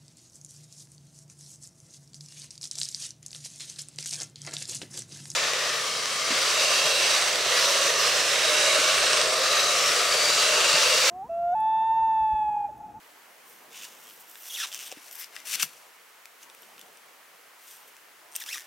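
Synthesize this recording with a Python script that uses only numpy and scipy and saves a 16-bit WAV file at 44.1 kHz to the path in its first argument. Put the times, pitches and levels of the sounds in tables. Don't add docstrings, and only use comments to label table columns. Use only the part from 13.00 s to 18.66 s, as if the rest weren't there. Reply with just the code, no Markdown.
import sys
import numpy as np
from scipy import signal
from scipy.fft import rfft, irfft, next_fast_len
from scipy.io import wavfile

SR = 44100
rng = np.random.default_rng(int(sys.argv[2]) if len(sys.argv) > 2 else 0)


def volts_from_decibels(level):
    exponent = np.asarray(level, float) / 20
    return 10 ** exponent


def pcm_store(signal):
    levels = np.round(np.clip(np.atleast_2d(signal), -1, 1) * 32767)
    wavfile.write(sys.argv[1], SR, levels.astype(np.int16).T)


N = 249606

# start in seconds, peak in seconds, end in seconds, peak level in dB,
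# brightness (high minus low ring) in dB.
FACE_STROKES = [
    (0.704, 0.757, 0.94, -47.5, -9),
    (0.762, 0.848, 0.88, -44.5, -2),
    (.86, 0.876, 1.18, -55, 2),
    (0.993, 1.034, 1.3, -62.5, -5),
    (1.32, 1.487, 1.5, -55.5, -1),
    (1.65, 1.672, 1.72, -48, 1),
    (1.682, 1.748, 1.83, -45, 0),
    (1.758, 1.807, 1.848, -45, -4),
    (1.902, 1.924, 1.945, -48, -9),
    (3.401, 3.432, 3.455, -51, 1),
]
EDGE_STROKES = [
    (1.947, 2.086, 2.136, -52, 2.5),
    (2.448, 2.47, 2.52, -43, 3),
    (2.46, 2.49, 2.7, -41, -1),
    (2.471, 2.557, 2.561, -32, -4.5),
    (2.555, 2.566, 2.61, -42, -12.5),
    (2.584, 2.598, 2.65, -32.5, -8.5),
    (2.602, 2.632, 2.66, -34, 1),
    (2.65, 2.692, 3, -58, -2),
]
THUMB_STROKES = [
    (0.423, 0.483, 0.77, -60.5, 13),
    (1.787, 1.877, 1.892, -42, -2.5),
    (1.87, 1.895, 1.93, -51, -2),
    (3.495, 3.63, 4, -62, -1),
    (3.74, 3.8, 3.97, -63, -12),
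    (4.567, 4.71, 4.89, -52, 5),
    (4.865, 4.88, 4.905, -54.5, 6),
    (5.344, 5.356, 5.53, -47.5, 0),
    (5.397, 5.4, 5.46, -46.5, 12),
]
LOOSE_STROKES = [
    (1.93, 1.973, 2.07, -60.5, -11),
    (2.108, 2.227, 2.276, -46, -4.5),
    (2.296, 2.357, 2.5, -51, -6),
    (5.563, 5.585, 5.8, -56.5, -5),
]
BRUSH_STROKES = [
    (.98, 1.074, 1.35, -62.5, 1),
    (1.186, 1.208, 1.25, -58, -3),
    (1.253, 1.293, 1.64, -57, -4),
    (1.335, 1.42, 1.45, -55, -2),
    (2.106, 2.125, 2.22, -57.5, 3),
    (2.13, 2.205, 2.25, -59.5, 15),
    (2.467, 2.555, 2.56, -54, 2),
    (2.607, 2.619, 2.64, -41.5, 0),
]
BOWED_STROKES = [
    (1.431, 1.552, 1.64, -42, 9),
    (1.534, 1.596, 1.674, -36, -1),
    (1.585, 1.641, 1.672, -38, -15.5),
    (5.458, 5.465, 5.55, -47.5, 0),
    (5.461, 5.534, 5.6, -43, 9),
    (5.504, 5.575, 5.58, -47, 4.5),
]
STROKE_RISE_DB, STROKE_FALL_DB = 17.5, 17

# low mode in Hz, middle mode in Hz,
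# high mode in Hz, low ring level in dB, high ring level in dB.
GRIPS = [(2900, 6600, 14800, -2.5, -4), (2500, 4500, 11000, -3, -3), (3100, 8600, 13900, -3, -2.5),
         (2100, 5400, 11200, -1.2, -2.5), (3000, 7800, 14200, -9, 7.5), (3450, 5830, 10300, -2.5, -5)]
GRIP_WIDTH_HZ, GRIP_DB = [550, 500, 900], [5, 6, 3]

# frequency in Hz, width in Hz, level over the broad band in dB.
LOW_RING = [(1650, 400, -6), (2750, 350, 1.5), (3450, 350, -1.5)]
MIDDLE_RING = [(5920, 910, 7.2), (7210, 610, 2.3), (8500, 1800, 0.28)]
HIGH_RING = [(11440, 390, 0.43), (13450, 1300, 3.7)]
# lower edge in Hz, upper edge in Hz.
RING_EDGES_HZ = [(1000, 4250), (4550, 9500), (9500, 18500)]

# time in seconds, peak level in dB, brightness (high minus low) in dB, own ring in Hz.
TICKS = [(0.851, -23.5, -10, 4520), (1.3555, -24, -16, 2850), (1.4556, -32, -16, 7700),
         (1.6584, -30, -9, 3350), (1.6733, -29, -9, 6530), (1.7174, -25, -11, 3290),
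         (1.791, -21, -10, 5970), (1.7984, -34, -5, 3060), (1.8363, -24, -12, 5940), (2.0827, -32, 5, 4370),
         (2.112, -23, 5, 7060), (2.1547, -28.5, 26, 12100), (2.2433, -26, 21, 5030),
         (2.4025, -26, -3, 2240), (2.4564, -27, 10, 5850), (3.256, -23.5, 5, 2370), (3.4286, -33, -7, 6040),
         (3.4993, -32.5, -17, 2600), (3.5484, -31.5, 16, 2450), (3.621, -36, 24, 13000),
         (3.632, -35.5, -22, 3050), (3.7798, -31, -18, 2540), (3.7937, -31.5, 20, 3020),
         (3.8135, -27.5, 5, 3520), (3.972, -35, 4, 9600), (4.6797, -34, -16, 6900),
         (4.9665, -31.5, 2, 2600), (5.3844, -31, -13, 3010), (5.4384, -23, -15, 5700),
         (5.462, -23, 2, 2750)]
# time in seconds, peak level in dB, brightness in dB, own ring in Hz, length in ms.
SNAPS = [(1.7455, -14, 0, 6100, 0.53), (1.9166, -18, -18.5, 6250, 0.45), (1.924, -23.5, -7, 2760, 0.8),
         (2.3643, -21, -16, 1930, .82), (2.597, -21, -8, 2650, .95), (2.625, -2.5, -6, 7200, 0.56),
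         (2.629, -6, 10, 2750, 1), (2.6353, -23, 10, 7400, .7), (5.353, -14.5, -8, 3200, 0.38),
         (5.3562, -12.5, 6, 8600, 0.52), (5.3616, -11, 8, 6100, 0.66), (5.363, -10, 6, 8440, 0.5)]
# start in seconds, first gap in ms, gap growth per slip as a ratio,
# first peak level in dB, own ring in Hz.
STALLS = [
    (1.053, 8.6, 1.028, -33, 3160),
    (1.7272, 5.1, 1.19, -20, 3100),
    (5.317, 6.4, 1.03, -31, 8600),
    (5.5746, 5.9, 1.21, -19.5, 1860),
]
STALL_SLIPS = [7, 7, 6, 6]
STALL_BRIGHT_DB, STALL_LOSS_DB, STALL_UNEVEN_DB = [1, -2, 7, -7], [.1, 0.27, -0.18, 2.2], 2.5
SLIP_MS, OUTER_RINGS_DB = 0.62, -6

# time in seconds, slip rate in Hz, level in dB.
SQUEAKS = [
    [(1.492, 3486, -53), (1.506, 3450, -35), (1.52, 3100, -45), (1.535, 3300, -41), (1.555, 3450, -35),
     (1.567, 2900, -37), (1.577, 2004, -39), (1.59, 1850, -38), (1.597, 1407, -62)],
    [(5.398, 4630, -53), (5.401, 3930, -41), (5.408, 2410, -42), (5.414, 1850, -38.5), (5.423, 1846, -38),
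     (5.429, 1520, -52)],
    [(5.463, 1208, -57), (5.48, 1410, -46.5), (5.49, 1835, -37.5), (5.505, 2045, -36.5), (5.52, 2655, -38),
     (5.533, 2750, -34), (5.54, 2220, -46)],
]
# start in seconds, end in seconds, first rate in Hz, last rate in Hz,
# level in dB.
BRAKES = [
    (1.6, 1.661, 1950, 849, -32.5),
    (2.598, 2.619, 1810, 1495, -32.5),
    (5.54, 5.556, 2153, 1500, -32.5),
    (5.554, 5.575, 1393, 1006, -39.5),
]
BRAKE_EDGE_S, BRAKE_EDGE_DB, BRAKE_FADE_DB = 0.0017, 13, 7
# frequency in Hz, level in dB.
SQUEAK_COLOUR = [(500, -10), (1100, -4), (1900, -4), (3300, 1.5), (4500, -9), (5700, -2), (7500, -9),
                 (11000, -18)]

# time in seconds, peak level in dB, pitch in Hz, 60 dB decay time in seconds.
THUDS = [
    (1.915, -40, 752, 0.049),
    (1.924, -30.5, 533.2, 0.02),
    (1.97, -35.5, 292, 0.023),
    (2.366, -31, 1840, 0.015),
    (2.547, -49, 188, 0.047),
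    (2.631, -14, 1360, 0.0055),
    (2.632, -36.5, 180, 0.049),
    (2.651, -47, 150, 0.081),
    (5.353, -41, 651, 0.017),
]

# time in seconds, left over right level in dB.
PLACE = [(0, 1), (.9, -0.3), (1.7, -0.2), (2.13, 3.5), (2.43, 5.5), (2.69, 4), (2.8, 1.5), (5.66, .5)]
ROOM_FADE_S, ROOM_WET_DB = .17, -9.5
# time in seconds, level in dB.
RUMBLE = [(0.0, -68), (0.39, -65), (0.69, -55), (0.99, -60), (1.18, -63), (1.43, -72), (1.87, -61),
          (2.2, -72), (2.55, -55), (3.14, -92), (3.53, -68), (3.66, -58), (3.85, -56.5), (3.95, -69),
          (4.48, -81), (5.66, -78)]
HUM_FOLLOWS, STILL_DB = 0.11, -80.5
# frequency in Hz, density in dB per Hz.
ROOM = [(30, -63), (90, -25.5), (233, -14.5), (449, -5), (1010, -1.5), (2230, -2), (3400, -9.5),
        (14400, -14)]
ROOM_DB = -54.5
# frequency in Hz, left-right likeness from 0 to 1.
LIKENESS = [(60, 0.9), (240, 0.49), (950, 0.53), (3770, 0.52), (15000, 0.73)]
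MIC_LOW_HZ, MIC_TOP_HZ = 130, 15950


def rms_one(x):
    return x / np.sqrt(np.mean(x ** 2) + 1e-20)


def in_time(rows, outside):
    s, *columns = np.transpose(rows)
    return np.array([np.interp(np.arange(N) / SR, s, c, outside, outside) for c in columns])


def at_hz(points, hz):
    points = np.array(points)
    return np.interp(np.log(hz), np.log(points[:, 0]), points[:, 1])


def drift(rate):
    r = np.exp(-32 * np.pi * rate / SR)
    white = rng.standard_normal(N // 16 + 2002)
    slow = signal.lfilter([1], [1, -2 * r, r * r], white)[2000:]
    return np.interp(np.arange(N) / 16, np.arange(len(slow)), rms_one(slow))


def band(x, low_hz, high_hz, order=2):
    return signal.sosfilt(signal.butter(order, [low_hz, high_hz], "band", fs=SR, output="sos"), x)


def above(x, low_hz):
    return signal.sosfilt(signal.butter(3, low_hz, "high", fs=SR, output="sos"), x + 1e-18)


def rubbing(per_s, spread_db, smooth, clump_db):
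    sizes = volts_from_decibels(spread_db * np.minimum(rng.exponential(1, N), 3)) * rng.choice([-1, 1], N)
    slips = rms_one(sizes * (rng.random(N) < per_s / SR))
    force = rms_one((slips + smooth * rng.standard_normal(N)) * volts_from_decibels(clump_db * drift(110)))
    forces = [force * volts_from_decibels(0.66 * drift(31)) for k in range(3)]
    out = np.zeros(N)
    by_grip = [FACE_STROKES, EDGE_STROKES, THUMB_STROKES, LOOSE_STROKES, BRUSH_STROKES, BOWED_STROKES]
    for strokes, (*grip_hz, low_db, high_db) in zip(by_grip, GRIPS):
        power = np.zeros((3, N))
        for start, peak, end, db, bright_db in strokes:
            gone = 2 * end - peak
            span = slice(round(start * SR), round(gone * SR))
            t = np.arange(N)[span] / SR
            levels_db = [db - STROKE_RISE_DB, db, db - 2 * STROKE_FALL_DB]
            swell_db = np.interp(t, [start, peak, gone], levels_db)
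            tilt_db = np.array([[low_db - bright_db / 2], [0], [high_db + bright_db / 2]])
            power[:, span] += volts_from_decibels(swell_db + tilt_db) ** 2
        for k in range(3):
            grip = [(grip_hz[k], GRIP_WIDTH_HZ[k], GRIP_DB[k])]
            out += card_ring(forces[k] * np.sqrt(power[k]), index=k, grip=grip)
    return out


def card_ring(force, index, grip=()):
    modes = [*(LOW_RING, MIDDLE_RING, HIGH_RING)[index], *grip]

    def shape(x):
        x = band(x + 1e-18, *RING_EDGES_HZ[index], order=3)
        out = 0.51 * x
        for hz, width_hz, db in modes:
            r = np.exp(-np.pi * width_hz / SR)
            zeros = np.array([1, 0, -1]) * (1 - r * r) / 2
            poles = [1, -2 * r * np.cos(2 * np.pi * hz / SR), r * r]
            out = out + volts_from_decibels(db) * signal.lfilter(zeros, poles, x)
        return out

    energy = np.sum(shape(signal.unit_impulse(2048)) ** 2)
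    return shape(force) / np.sqrt(energy)


def ticks(own_db, own_ms):
    length = 600
    force, own = np.zeros((3, N + length)), np.zeros(N + length)
    age_ms = np.arange(length) / SR * 1000
    rows = [(*row, SLIP_MS) for row in TICKS] + SNAPS + stalls()
    chatter = rng.standard_normal((len(rows), length))
    for (s, db, bright_db, hz, ms), noise in zip(rows, chatter):
        span = slice(round(s * SR), round(s * SR) + length)
        ms = max(ms, .1)
        low_db, high_db = OUTER_RINGS_DB - bright_db / 2, OUTER_RINGS_DB + bright_db / 2
        jolt = 0.54 * noise * (1 - np.exp(-age_ms / 0.17)) * np.exp(-age_ms / ms)
        force[:, span] += volts_from_decibels(db - 3.5 + np.array([[low_db], [0], [high_db]])) * jolt
        loudest_db = db + max(low_db, 0, high_db)
        tone = np.sin(2 * np.pi * hz * age_ms / 1000) * np.exp(-age_ms / (own_ms * ms))
        own[span] += volts_from_decibels(loudest_db + own_db) * tone
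    return (own + sum(card_ring(f, index=k) for k, f in enumerate(force)))[:N]


def stalls():
    rows = []
    settings = zip(STALLS, STALL_SLIPS, STALL_BRIGHT_DB, STALL_LOSS_DB)
    for (s, gap_ms, growth, first_db, hz), count, bright_db, loss_db in settings:
        for k in range(count):
            late_ms = gap_ms * (growth ** k - 1) / (growth - 1)
            db = first_db - loss_db * k + STALL_UNEVEN_DB * rng.standard_normal()
            rows.append((s + late_ms / 1000, db, bright_db, hz, SLIP_MS))
    return rows


def squeaks(wobble, jitter, uneven_db, blur, falloff_db):
    out = np.zeros(N)
    shake = 1 + wobble * drift(185) + jitter * drift(1210)
    flutter_db = uneven_db * (drift(150) + 0.11 * drift(1000))
    slack = drift(500)
    for rows in SQUEAKS + brakes():
        span = slice(round(rows[0][0] * SR) + 1, round(rows[-1][0] * SR) - 1)
        hz, db = in_time(rows, 0)[:, span]
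        hz = hz * shake[span]
        phase = 2 * np.pi * np.cumsum(hz) / SR
        for k in range(1, 13):
            level_db = db + flutter_db[span] + at_hz(SQUEAK_COLOUR, k * hz) - falloff_db * np.log2(k)
            wander = blur * np.sqrt(k) * np.roll(slack, 997 * k)[span]
            out[span] += volts_from_decibels(level_db) * (k * hz < SR / 3) * np.cos(k * phase + wander)
    return out


def brakes():
    curves = []
    for start, end, first_hz, last_hz, db in BRAKES:
        s = np.array([start, start + BRAKE_EDGE_S, end - BRAKE_EDGE_S, end])
        hz = np.interp(s, [start, end], [first_hz, last_hz])
        level_db = db - np.array([BRAKE_EDGE_DB, 0, BRAKE_FADE_DB, BRAKE_FADE_DB + BRAKE_EDGE_DB])
        curves.append(np.transpose([s, hz, level_db]))
    return curves


def thuds():
    out, age = np.zeros(N), np.arange(SR // 5) / SR
    for s, db, hz, t60 in THUDS:
        onset = 1 - np.exp(-age * hz * 2.83)
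        mode = np.sin(2 * np.pi * hz * age) * volts_from_decibels(db - 60 * age / t60) * onset
        out[round(s * SR):round(s * SR) + len(age)] += mode
    return out


def pan(x):
    left_right_db = in_time(PLACE, 0)[0]
    return x * volts_from_decibels(np.array([left_right_db / 2, -left_right_db / 2]))


def room(x):
    size = next_fast_len(N + SR)
    hz = np.arange(size // 2 + 1) * SR / size
    lags_s = rng.uniform(0.0035, .03, (2, 8))
    out = []
    for side in lags_s:
        response = 0
        for k, lag in enumerate(side):
            loop = volts_from_decibels(-60 * lag / ROOM_FADE_S * (3 + hz / 9000)) * np.exp(-2j * np.pi * hz * lag)
            response = response + (-1) ** k * loop / (1 - loop)
        out.append(irfft(rfft(x, size) * response, size)[:N])
    return np.array(out)


def rumble():
    lumpy = band(rng.standard_normal(N), 161, 490, order=3) * volts_from_decibels(0.77 * drift(6.3))
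    return rms_one(lumpy) * volts_from_decibels(in_time(RUMBLE, -90)[0] - 10.5)


def room_tone(patchy_db):
    out, edges = 0, 25 * 2 ** np.arange(0, 9.6, .5)
    white = rng.standard_normal((2, 2, N))
    hum_db = HUM_FOLLOWS * (in_time(RUMBLE, STILL_DB)[0] - STILL_DB)
    for k, (low, high) in enumerate(zip(edges, edges[1:])):
        centre = np.sqrt(low * high)
        mid, side = band(white[k % 2], low, high)
        alike = np.clip(at_hz(LIKENESS, centre), 0, 1)
        swell_db = (hum_db + patchy_db * drift(8)) * (high < 1300)
        gain = volts_from_decibels(at_hz(ROOM, min(centre, 13500)) + swell_db)
        out = out + gain * (np.sqrt(1 + alike) * mid + np.sqrt(1 - alike) * side * [[1], [-1]])
    return rms_one(out) * volts_from_decibels(ROOM_DB + 1.48)


def scene():
    slips = ticks(own_db=-10.0, own_ms=1.73)
    squeak = squeaks(wobble=.06, jitter=.04, uneven_db=2.5, blur=.33, falloff_db=.6)
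    rub = rubbing(per_s=5000.0, spread_db=4.0, smooth=.8, clump_db=1.6)
    hands = rub + above(slips, 1400) + above(squeak, 610) + above(thuds(), MIC_LOW_HZ)
    return pan(hands) + volts_from_decibels(ROOM_WET_DB) * room(hands) + rumble() + room_tone(patchy_db=2.0)


def roll_off(x):
    return signal.sosfilt(signal.butter(12, 16200, fs=SR, output="sos"), x)


def record(dry):
    rounded = above(.7 * np.tanh(dry / .7), 45)
    top_cut = signal.ellip(10, .3, 60, MIC_TOP_HZ, fs=SR, output="sos")
    mix = signal.sosfilt(top_cut, rounded)
    return roll_off(mix)


dry = scene()
out = record(dry)
pcm_store(out)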